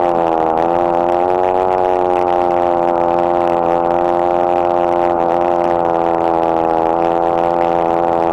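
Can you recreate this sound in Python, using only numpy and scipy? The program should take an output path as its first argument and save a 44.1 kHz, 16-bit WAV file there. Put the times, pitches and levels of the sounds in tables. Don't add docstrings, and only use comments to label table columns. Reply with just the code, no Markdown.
import sys
import numpy as np
from scipy import signal
from scipy.fft import rfft, irfft
from scipy.io import wavfile
from scipy.ndimage import uniform_filter1d, minimum_filter1d

SR = 44100
rng = np.random.default_rng(int(sys.argv[2]) if len(sys.argv) > 2 else 0)


def transcribe(signal):
    frames = np.atleast_2d(signal).T
    limited = np.clip(frames, -1, 1)
    pcm = np.round(limited * 32767).astype(np.int16)
    wavfile.write(sys.argv[1], SR, pcm)


N = 366912


def undb(db):
    return 10 ** (np.asarray(db) / 20)


def level(x, db):
    return x * undb(db) / np.sqrt(np.mean(x ** 2))


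def curve(table):
    return np.interp(np.arange(N) / SR, *np.transpose(table))


def drift(per_s):
    hold = max(int(SR / per_s), 1)
    steps = np.repeat(rng.standard_normal(N // hold + 1), hold)
    return level(uniform_filter1d(uniform_filter1d(steps, hold), hold)[:N], 0)


def dull(x, hz, order=1):
    return signal.lfilter(*signal.butter(order, hz, fs=SR), x)


def colour(x, tone, size=4096):
    hz, db = np.transpose(tone)
    grid_hz = np.maximum(np.arange(size // 2 + 1) * SR / size, 1)
    gains = undb(np.interp(np.log(grid_hz), np.log(hz), db))
    cepstrum = irfft(np.log(gains))
    cepstrum[1:size // 2] *= 2
    cepstrum[size // 2 + 1:] = 0
    ringing = irfft(np.exp(rfft(cepstrum)))
    return signal.fftconvolve(x, ringing)[:N]


def resonate(x, hz, width_hz, db):
    band = signal.lfilter(*signal.iirpeak(hz, hz / width_hz, fs=SR), x)
    return x + (undb(db) - 1) * band


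def pulses(at, sizes):
    at = np.clip(at, 0, N - 2)
    whole, part = at.astype(int), at % 1
    return np.bincount(whole, sizes * (1 - part), N) + np.bincount(whole + 1, sizes * part, N)


def puffs(at, sizes, decay_s):
    fades = signal.lfilter([1], [1, -np.exp(-1 / (decay_s * SR))], pulses(at, sizes))
    return fades * rng.standard_normal(N)


# (time [s], half length [s], level change [dB])
STUMBLES = [(0.135, 0.024, -1.5), (0.545, 0.021, -2.5), (0.919, 0.034, -1.38), (1.53, .015, -3),
            (2.937, .025, -1), (3.627, 0.035, -1.5), (3.815, 0.056, -1.5), (5.163, .035, -2.5),
            (5.264, .025, -3), (7.309, 0.016, -2)]

def stumble_db(at):
    return sum(db * np.exp(-((at / SR - s) / half_s) ** 2) for s, half_s, db in STUMBLES)


# (time [s], firing rate [Hz])
ENGINE_SPEED = [(0.0, 88.25), (0.34, 82.15), (0.5, 80.74), (0.8, 87.4), (0.92, 86.4), (1.19, 87.76),
                (1.26, 90.1), (1.7, 92.6), (2.2, 88.82), (3.06, 85.85), (3.31, 87.55), (3.68, 85.49),
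                (4.27, 87.9), (5.12, 86.94), (5.21, 85.73), (5.45, 87.5), (5.9, 84.95), (6.85, 82.2),
                (6.96, 84.2), (7.61, 85.84), (7.81, 84.5), (8.02, 85.4), (8.25, 83.6)]

def engine_speed(stumble_hz_per_db=0.5, flywheel_lag_s=.03):
    return curve(ENGINE_SPEED) + stumble_hz_per_db * stumble_db(np.arange(N) - flywheel_lag_s * SR)


def firings(hz, jitter_s=.000025, wander=.0033, scatter_db=0.46):
    turns = np.cumsum(hz * (1 + wander * drift(30))) / SR
    at = np.interp(np.arange(int(turns[-1]) + 1), turns, np.arange(N))
    late, burn = rng.standard_normal((len(at), 2)).T
    return at + jitter_s * SR * late, undb(scatter_db * burn)


def sharpness(at, drop_db, scatter_db=10, cluster_db=4.0, dulling=4.7):
    alone_db = scatter_db * rng.uniform(-1.3, 1, len(at))
    burst_db = cluster_db * np.tanh(drift(24))[at.astype(int).clip(0, N - 1)]
    return undb(alone_db + burst_db + dulling * drop_db)


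# (frequency [Hz], level [dB])
BARK_TONE = [(40, -36.5), (87, -21.5), (175, -17.5), (265, -9.5), (420, -3), (520, 0), (680, 0.5), (800, 1),
             (950, -8.5), (1450, -20), (1650, -34.5), (2600, -47.5), (4200, -63.5), (12000, -88.5)]
# (frequency [Hz], width [Hz], boost [dB])
MUFFLER_BOX = [(354.7, 59, 6.5), (435.4, 20, -10), (818.6, 49, 4.5)]
# (frequency [Hz], width [Hz], boost [dB])
LOW_DRONES = [(92.4, 5.2, 4.5), (168, 19, 6)]

def exhaust(at, strength, gas_db=-21):
    pressure = pulses(at, strength)
    swing = pressure - 2 * dull(pressure, hz=154)
    bark = colour(swing, BARK_TONE)
    for resonance in MUFFLER_BOX + LOW_DRONES:
        bark = resonate(bark, *resonance)
    gas = colour(puffs(at, strength, decay_s=0.0008), BARK_TONE)
    return level(close_bounces(bark), 0) + level(gas, gas_db)


# (delay [s], share of pressure [ratio])
BOUNCES = [(.0048, -0.017), (.00707, -0.18), (.00826, 0.014), (0.0319, -0.14)]

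def close_bounces(x, dull_hz=1100):
    dulled, samples = dull(x, dull_hz), np.arange(N)
    return x + sum(share * np.interp(samples - s * SR, samples, dulled, left=0) for s, share in BOUNCES)


# (frequency [Hz], level [dB])
CLICK_TONE = [(900, -20), (2000, 2.5), (3000, -2), (4300, -14.5), (5600, -8), (9000, -23), (15000, -29)]
# (frequency [Hz], level [dB])
METAL_TONE = [(500, -27), (1300, -14.5), (1900, 0.5), (2200, -2), (2550, -3.5), (2900, -7), (3500, -16),
              (4500, -31.5), (12000, -59)]
# (frequency [Hz], width [Hz], boost [dB])
METAL_RING = (2570, 240, 2.9)

def overload_crackle_and_ring(at, edge, tip_s=0.000837, max_gap_s=.0005, ring_limit_db=9):
    tip = at + tip_s * SR
    gap, brightness = rng.random((len(at), 2)).T
    tip_end = tip + max_gap_s * SR * gap
    twice = lambda sizes: pulses(tip, sizes) + pulses(tip_end, sizes)
    blunt = dull(twice(edge * (1 - brightness)), hz=3000, order=2)
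    clicks = colour(twice(edge * brightness) + blunt, CLICK_TONE)
    shake = puffs(tip, np.tanh(edge / undb(ring_limit_db)), decay_s=0.0017)
    ring = resonate(colour(shake, METAL_TONE), *METAL_RING)
    return level(clicks, db=-45.5) + level(ring, db=-42)


# (frequency [Hz], level [dB])
RASP_TONE = [(50, -11.5), (120, -6.5), (300, -3.5), (520, -1.5), (780, 1), (1000, -1), (1400, -9),
             (1800, -30.5), (2500, -30.5), (4200, -49), (8000, -55), (15000, -61.5)]

def chain_rasp(hz, cutters_per_turn=3.5, scatter_db=2):
    passed = np.cumsum(hz) * cutters_per_turn / SR
    count = int(passed[-1])
    at = np.interp(np.arange(count) + rng.random(count), passed, np.arange(N))
    sizes = undb(scatter_db * rng.standard_normal(count))
    chips = puffs(at, sizes, decay_s=0.0032)
    return level(colour(chips, RASP_TONE), db=-26)


# (frequency [Hz], level [dB])
BREEZE_TONE = [(10, -4), (28, 3.5), (60, -2), (130, -10), (300, -10), (1000, -65)]
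# (time [s], level [dB])
BREEZE_SWELLS = [(0, -50), (.6, -44.5), (2.8, -43.5), (3.3, -55), (4.1, -44.5), (5.3, -53.5), (6.75, -42.5),
                 (8.32, -45)]

def breeze(gusts_per_s=7, gust_db=1.0):
    rumble = level(colour(rng.standard_normal(N), BREEZE_TONE), 0)
    return rumble * undb(curve(BREEZE_SWELLS) + gust_db * drift(gusts_per_s))


def tree_echo(x, fade_s=0.61, first_s=0.058, dull_hz=1200, echo_db=-21):
    t = np.arange(SR) / SR
    tail = rng.standard_normal(SR) * undb(-60 * t / fade_s) * (t > first_s)
    echo = dull(signal.fftconvolve(x, tail)[:N], dull_hz)
    return level(echo, echo_db) * np.std(x)


def scene(cruise_hz=86.7, bite_db_per_hz=0.26, blunting_db_per_hz=0.33):
    hz = engine_speed()
    sag_hz = cruise_hz - hz
    at, strength = firings(hz)
    drop_db = stumble_db(at)
    edge = strength * sharpness(at, drop_db)
    bark_sizes = strength * undb(drop_db) * edge ** .045
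    barks = exhaust(at, bark_sizes) * undb(-13)
    crackle = overload_crackle_and_ring(at, edge) * undb(-blunting_db_per_hz * sag_hz)
    cut = chain_rasp(hz) * undb(bite_db_per_hz * sag_hz)
    saw = barks + crackle + cut
    return (saw + tree_echo(saw) + breeze())[None]


def auto_volume(x, peak_db=-0.9):
    tallest = -minimum_filter1d(-np.abs(x), size=1500)
    return x * undb(peak_db) / uniform_filter1d(tallest, size=12000)


def record(dry, knee=1.71, hardness=3.9, ceiling=.708, top_hz=15000):
    held = auto_volume(dry)
    rounded = held / (1 + np.abs(held / knee) ** hardness) ** (1 / hardness)
    clipped = np.clip(rounded, -ceiling, ceiling)
    return signal.sosfilt(signal.ellip(8, .1, 80, top_hz, fs=SR, output="sos"), clipped)


dry = scene()
out = record(dry)
transcribe(out)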